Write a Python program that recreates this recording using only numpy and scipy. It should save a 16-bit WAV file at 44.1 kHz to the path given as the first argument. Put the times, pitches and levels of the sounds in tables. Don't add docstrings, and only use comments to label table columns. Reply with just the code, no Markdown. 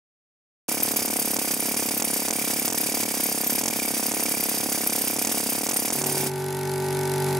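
import sys
import numpy as np
from scipy import signal
from scipy.fft import rfft, irfft, next_fast_len
from scipy.io import wavfile
from scipy.ndimage import uniform_filter1d, map_coordinates

SR = 44100
rng = np.random.default_rng(int(sys.argv[2]) if len(sys.argv) > 2 else 0)


def volts_from_decibels(level):
    exponent = np.asarray(level, float) / 20
    return 10 ** exponent


def inscribe(sig):
    pcm = np.round(np.clip(np.atleast_2d(sig).T, -1, 1) * 32767)
    wavfile.write(sys.argv[1], SR, pcm.astype(np.int16))


N = 326163
TIME = np.arange(N) / SR
STROKE_S = 0.0293


def unit(x):
    return x / np.sqrt(np.mean(x ** 2) + 1e-20)


def along(points, hz):
    f, v = np.transpose(points)
    return np.interp(np.log(hz + 1), np.log(f + 1), v)


def colour(points):
    return lambda hz: volts_from_decibels(along(points, hz))


def wobble(rate):
    return map_coordinates(rng.standard_normal(int(N * rate / SR) + 4), [TIME * rate])


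def filtered(x, response):
    m = next_fast_len(N + 8192)
    spectrum = rfft(x, m) * response(np.fft.rfftfreq(m, 1 / SR))
    return irfft(spectrum, m)[..., :N]


def rush(gain, alike, patchy_db):
    z = signal.stft(rng.standard_normal((2, N)), nperseg=128)[2]
    field = uniform_filter1d(rng.standard_normal(z.shape[1:]), size=3, axis=0)
    field = uniform_filter1d(field, size=4, axis=1)
    pair = signal.istft(z * volts_from_decibels(patchy_db * unit(field)), nperseg=128)[1][:, :N]

    def mid_side(hz):
        turn = np.arccos(np.clip(along(alike, hz), -1, 1)) / 2
        return gain(hz) * [np.cos(turn), np.sin(turn)]

    mid, side = filtered(pair, mid_side)
    return unit(np.array([mid + side, mid - side]))


def ring(t, hz, t60):
    return volts_from_decibels(-60 * t / t60) * np.sin(2 * np.pi * hz * t)


def strikes(times, db, shape):
    train = np.bincount((times * SR).astype(int), volts_from_decibels(db), N)
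    return signal.fftconvolve(train, shape)[:N]


# frequency in Hz, level in dB per Hz.
DRAUGHT_COLOUR = [(15, -12), (30, -17), (70, 0), (130, 18), (250, -17), (500, -50)]


def draught():
    return volts_from_decibels(-52.0) * rush(colour(DRAUGHT_COLOUR), [(30, -0.16), (90, 0.07), (200, 0.18)], patchy_db=1.5)


# frequency in Hz, likeness from -1 to 1.
PUMP_LIKENESS = [(60, 0.75), (130, 0.87), (290, 0.7), (640, 0.71), (1410, 0.77), (3100, 0.58), (6820, 0.78),
                 (15000, 0.81)]

# frequency in Hz, level in dB per Hz.
FAN_COLOUR = [(1400, -30), (2400, -2), (3300, -2), (5000, -3), (7900, -6), (11000, -1), (12000, -17),
              (14000, -30), (16000, -40)]


def fan():
    return volts_from_decibels(-17.5 + 1.3 * wobble(30)) * rush(colour(FAN_COLOUR), PUMP_LIKENESS, patchy_db=5.0)


# frequency in Hz, level in dB per Hz.
CASING_COLOUR = [(25, -20), (60, -14), (200, 1.5), (500, -2.5), (700, -5.5), (880, 8.5), (1150, -6.5),
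                 (1500, -2.5), (2200, -1), (2800, -11), (4000, -17), (11000, -16), (13000, -34)]


def casing(breath_db):
    return volts_from_decibels(-10.0 + 0.079 * breath_db) * rush(colour(CASING_COLOUR), PUMP_LIKENESS, patchy_db=1.5)


def breath(share):
    opens_at, opening, held, closing = 0.52, 0.11, 0.14, 0.34
    quiet_db, breath_db, sag_db = -21.5, 22, 5.5
    tick_db = 9.5 * np.exp(-((share - 0.32) / 0.07) ** 2)
    steps = opens_at + np.cumsum([0, opening, held, closing])
    return quiet_db + tick_db + np.interp(share, steps, [0, breath_db, breath_db - sag_db, 0])


# frequency in Hz, level in dB per Hz.
INTAKE_COLOUR = [(1410, -34), (2400, -22), (2580, -7), (3270, -6.5), (3930, -5), (4600, -2.5), (8280, -4.5),
                 (11100, 0.5), (14200, -8.5), (16000, -23)]


def intake(breath_db):
    return volts_from_decibels(-7.0 + breath_db) * rush(colour(INTAKE_COLOUR), PUMP_LIKENESS, patchy_db=1.0)


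# frequency in Hz, level in dB, t60 in seconds.
HEAD_MODES = [(1434, -23, 0.029), (1780, -27, 0.036), (2230, -22.5, 0.031), (2610, -32, 0.024),
              (3510, -34, 0.073), (4040, -39, 0.091), (4850, -29.5, 0.048)]


def knock(turns):
    t = np.arange(SR // 20) / SR
    head = sum(volts_from_decibels(db + 14.5) * ring(t, hz, t60) for hz, db, t60 in HEAD_MODES)
    soft_start = 1 - np.exp(-t / 0.00068)
    top = TIME[1:][np.diff((turns - 0.64) % 1) < 0]
    return strikes(top, 1.4 * rng.standard_normal(len(top)), head * soft_start)


# multiple of the turning rate, level in dB.
SHAFT_ORDERS = [(1, -34), (2, -16.5), (3, -2.5), (4, -19), (5, -11.5), (6, -16), (8, 0.5), (9, -10),
                (10, -25), (12, -22.5), (13, -16), (15, -21.5), (16, -27), (17, -13), (18, -11.5),
                (19, -13.5), (20, -15.5), (21, -34), (23, -31), (25, -23.5), (29, -20), (30, -22),
                (32, -16), (35, -46), (40, -23), (46, -37), (47, -34), (54, -31), (56, -29), (85, -24.5)]


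def hum(turns):
    total = 0
    for k, db in SHAFT_ORDERS:
        start = 2 * np.pi * (0.9198 * round(k) + 0.3757 * round(k) ** 2) - 2.8
        angle = 2 * np.pi * round(k) * turns + start + 0.04 * wobble(25)
        lag = 0.085 * rng.standard_normal() * np.array([[1], [-1]])
        total = total + volts_from_decibels(db + 2.5 + 0.46 * wobble(12)) * np.sin(angle + lag)
    return total


def pump():
    in_s, rise_s, start_db, grows_per_s = 5.924, 0.062, -37, 1.46
    on_s = np.clip(TIME - in_s, 0, None)
    level = volts_from_decibels(start_db) * (1 + grows_per_s * on_s) * (1 - np.exp(-on_s / rise_s))
    turns = 47.42 * (TIME - 6.45)
    crisp = 1 - 0.65 * np.cos(np.pi * (TIME - 6.842) / 0.44) ** 40
    breath_db = crisp * (breath(turns % 1) + 7) + 0.41 * wobble(40)
    return level * (hum(turns) + knock(turns) + intake(breath_db) + fan() + casing(breath_db))


# first slam in seconds, slams in a row,
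# level of the first clack in dB, dB gained a slam.
SLAM_RUNS = [(0.7995, 1, -23, 0), (0.9367, 1, -28, 0), (1.0776, 1, -23, 0), (1.3629, 1, -18.5, 0),
             (1.741, 1, -23, 0), (1.8848, 1, -23, 0), (1.9965, 2, -25.5, 7.5), (2.2812, 2, -20, 1),
             (2.677, 1, -19.5, 0), (2.6994, 2, -24, -.5), (2.918, 1, -26, 0), (3.0297, 1, -20.5, 0),
             (3.6105, 4, -23.5, 2), (4.1145, 1, -21, 0), (5.1613, 1, -22, 0), (5.2462, 3, -18, -3),
             (5.6094, 1, -27, 0), (5.664, 3, -22, 0.2), (5.878, 2, -21.5, 0.5), (6.014, 2, -20, 0)]

BEAT_ANCHORS = [
    0.6866,
    1.6848,
    4.718,
    5.0102,
    6.201,
    6.2613,
]


def strokes():
    rebound_s, again_s = 0.0234, 0.0221
    slam_s, slam_db, rebound = [], [], []
    for s, run, first_db, gain_db in SLAM_RUNS:
        nth = np.arange(round(run))
        after = s + rebound_s + again_s * nth
        slam_s = np.r_[slam_s, s, after[:-1]]
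        slam_db = np.r_[slam_db, first_db + gain_db * nth]
        rebound = np.r_[rebound, after[-1]]
    rebound = rebound[[np.abs(slam_s - s).min() > STROKE_S / 4 for s in rebound]]
    known = np.sort(np.r_[slam_s, rebound, BEAT_ANCHORS])
    beats = np.maximum(np.round(np.diff(known) / STROKE_S), 1)
    count = np.r_[0, np.cumsum(beats)]
    whole = np.arange(count[-1] + 1)
    drift = 0.0008 * rng.standard_normal(len(whole)) * ~np.isin(whole, count)
    times = np.interp(whole, count, known) + drift
    slammed = np.isin(times, slam_s)
    clack_db = -33 + 3 * rng.standard_normal(len(whole))
    clack_db[slammed] = slam_db
    return times, slammed, clack_db


def puff(since):
    lift_s, rise_s, hold_s, ease_s = 0.0028, 0.001, 0.0052, 0.004
    leak_db, puff_db, eased_db = -5, -0.6, -4
    steps = np.r_[np.cumsum([lift_s, rise_s, hold_s, ease_s]), STROKE_S]
    open_db = np.interp(since, steps, [leak_db, puff_db, puff_db, eased_db, leak_db])
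    shut_db = open_db - 1.5 - 10.5 * np.clip((since - 0.014) / 0.0056, 0, 1)
    u = since / 0.0104
    whistle_db = 16 * ((u * np.exp(1 - u)) ** 8 - 1)
    return open_db, shut_db, whistle_db


# frequency in Hz, likeness from -1 to 1.
JET_LIKENESS = [(60, 0.27), (130, 0.67), (290, 0.56), (640, 1), (1410, 0.66), (3100, 0.49), (6820, 1),
                (15000, 0.26)]

# frequency in Hz, level in dB per Hz.
RUMBLE_COLOUR = [(15, -68), (25, -32), (156, -19), (232, -1.5), (444, -9.5), (626, -12.5), (730, -4.5),
                 (1380, -31), (1500, -22), (1950, -52), (3300, -120)]


def rumble(flow_db):
    return volts_from_decibels(-41.5 + 0.41 * flow_db) * rush(colour(RUMBLE_COLOUR), JET_LIKENESS, patchy_db=5.0)


# frequency in Hz, level in dB per Hz.
JET_COLOUR = [(600, -36), (1000, -12), (1650, -10.5), (2310, -6), (3000, -9.5), (3900, -11), (4250, -15),
              (4700, -4), (7350, -6), (9600, -3.5), (12400, -5), (13500, -14), (14200, -14), (15500, -7)]


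def jet(flow_db):
    return volts_from_decibels(-24.5 + flow_db + 1.5 * wobble(150)) * rush(colour(JET_COLOUR), JET_LIKENESS, patchy_db=1.0)


# frequency in Hz, width in Hz, level in dB.
NOZZLE_WHISTLES = [
    (2340, 210, -45.5),
    (4820, 60, -48.5),
    (8620, 450, -40.5),
    (9600, 650, -37),
    (13184, 310, -32),
    (15550, 350, -43.5),
]


def whistles(whistle_db, shut, which):
    total = 0
    for hz, width, db in NOZZLE_WHISTLES:
        catch_db = 4 * np.tanh(rng.standard_normal(400) - 0.2)[which] + 2.2 * wobble(90)
        level_db = uniform_filter1d(whistle_db + catch_db - 12 * shut, size=60)
        peak = lambda f: 1 / (1 + ((f - hz) / width * 1.6) ** 2) ** 1.67
        total = total + volts_from_decibels(db + 6.5 + level_db) * rush(peak, JET_LIKENESS, patchy_db=1.5)
    return total


# frequency in Hz, level in dB, t60 in seconds,
# first push (+1) or pull (-1).
POP_MODES = [(148, -45, .12, 1), (215, -25.5, .045, 1), (283, -48, .118, 1), (311, -24, .034, -1),
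             (435, -34, .07, -1), (510, -26.5, .016, -1), (627, -30, .028, 1), (660, -28.5, .035, -1),
             (769, -35, .044, 1), (918, -37.5, .029, 1), (981, -35.5, .023, 1), (1171, -29, .008, 1),
             (1350, -34, .006, 1), (1491, -42.5, .036, 1), (1772, -45.5, .046, 1), (2221, -44.5, .076, 1),
             (2445, -45, .047, 1)]


def pop(times, force):
    t = np.arange(SR // 10) / SR
    loud_db = 0.91 + 0.22 * rng.standard_normal(len(times))
    tilt_db = 0.75 * rng.standard_normal(len(times)) + 2.9 * force + 1.0 * np.roll(force, shift=1)
    total = 0
    for hz, db, t60, way in POP_MODES:
        bright_db = tilt_db * np.log2(hz / 300) + 0.54 * rng.standard_normal(len(times))
        total = total + strikes(times, db + loud_db + bright_db, np.sign(way) * ring(t, hz, t60))
    return total


# frequency in Hz, level in dB, t60 in seconds.
CLACK_MODES = [(2280, -14.5, 0.011), (2620, -23, 0.018), (4940, -6, 0.0038), (6010, 0, 0.0033),
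               (6630, 13, 0.0021), (7610, -0.5, 0.0068), (8210, 3, 0.0036)]


def clack_and_thud(times, clack_db):
    t = np.arange(SR // 10) / SR
    seat = times + 0.0033 + 0.0002 * rng.standard_normal(len(times))
    give = 1 - np.exp(-(t / 0.0003) ** 2)
    clack = 0
    for hz, db, t60 in CLACK_MODES:
        hit_db = clack_db + db + 9.5 + 1.26 * rng.standard_normal(len(times))
        clack = clack + strikes(seat, hit_db, ring(t, hz, t60) * give)
    thud = strikes(seat, clack_db - 1.5, ring(t, 920, 0.01) * give)
    return clack, thud


def room(hits):
    t = np.arange(SR // 10) / SR
    walls = rng.standard_normal((2, len(t))) * volts_from_decibels(-60 * t / 0.17) * (t > 0.002)
    return signal.fftconvolve(hits[None], walls / np.linalg.norm(walls[0]), axes=1)[:, :N]


# frequency in Hz, left over right in dB.
VALVE_BALANCE = [(100, 0.5), (500, -1), (1300, -1.5), (2400, -3), (8000, -3), (15000, 2)]

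# frequency in Hz, lead of the left in radians.
VALVE_LEAD = [(100, 0.13), (1380, -0.99), (2410, 0.61), (4820, 0.91), (9730, 0.3), (12000, 0.55),
              (15000, 0.78)]


def valve():
    times, slammed, clack_db = strokes()
    force = slammed * np.clip((clack_db + 23.5) / 11, 0, 1.2)
    clack, thud = clack_and_thud(times, clack_db)
    mouth = lambda f: (1j * f / (75 + 1j * f)) ** 2 / (1 + 1j * f / 2400) ** 2
    hits = filtered(pop(times, force) + thud, mouth) + clack

    which = np.clip(np.searchsorted(times, TIME) - 1, 0, None)
    open_db, shut_db, whistle_db = puff((TIME - times[which]) % 1)
    shut = np.clip(0.7 * slammed + 0.56 * force, 0, 1.1)[which]
    luck_db = 0.9 * rng.standard_normal(len(times))[which]
    flow_db = uniform_filter1d(open_db + shut * (shut_db - open_db) + luck_db, size=60)
    air = jet(flow_db) + whistles(whistle_db, shut, which) + rumble(flow_db)

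    def image(f):
        return np.array([volts_from_decibels(along(VALVE_BALANCE, f) * h) * np.exp(1j * h * along(VALVE_LEAD, f))
                         for h in (0.5, -0.5)])

    sag_db = np.clip(TIME - 5.6, 0, None)
    pressure = volts_from_decibels(-sag_db) * np.clip((6.303 - TIME) / 0.024, 0, 1)
    return pressure * filtered(hits + volts_from_decibels(-25.0) * room(hits) + air, image)


def scene():
    return draught() + pump() + valve()


def roll_off(x):
    return signal.sosfilt(signal.butter(12, 16200, fs=SR, output="sos"), x)


def record(dry):
    on = (TIME > 0.6815) & (TIME < 7.396)
    heard = filtered(dry * on, lambda f: np.clip((15850 - f) / 150, 0, 1)) * on
    return roll_off(heard)


dry = scene()
out = record(dry)
inscribe(out)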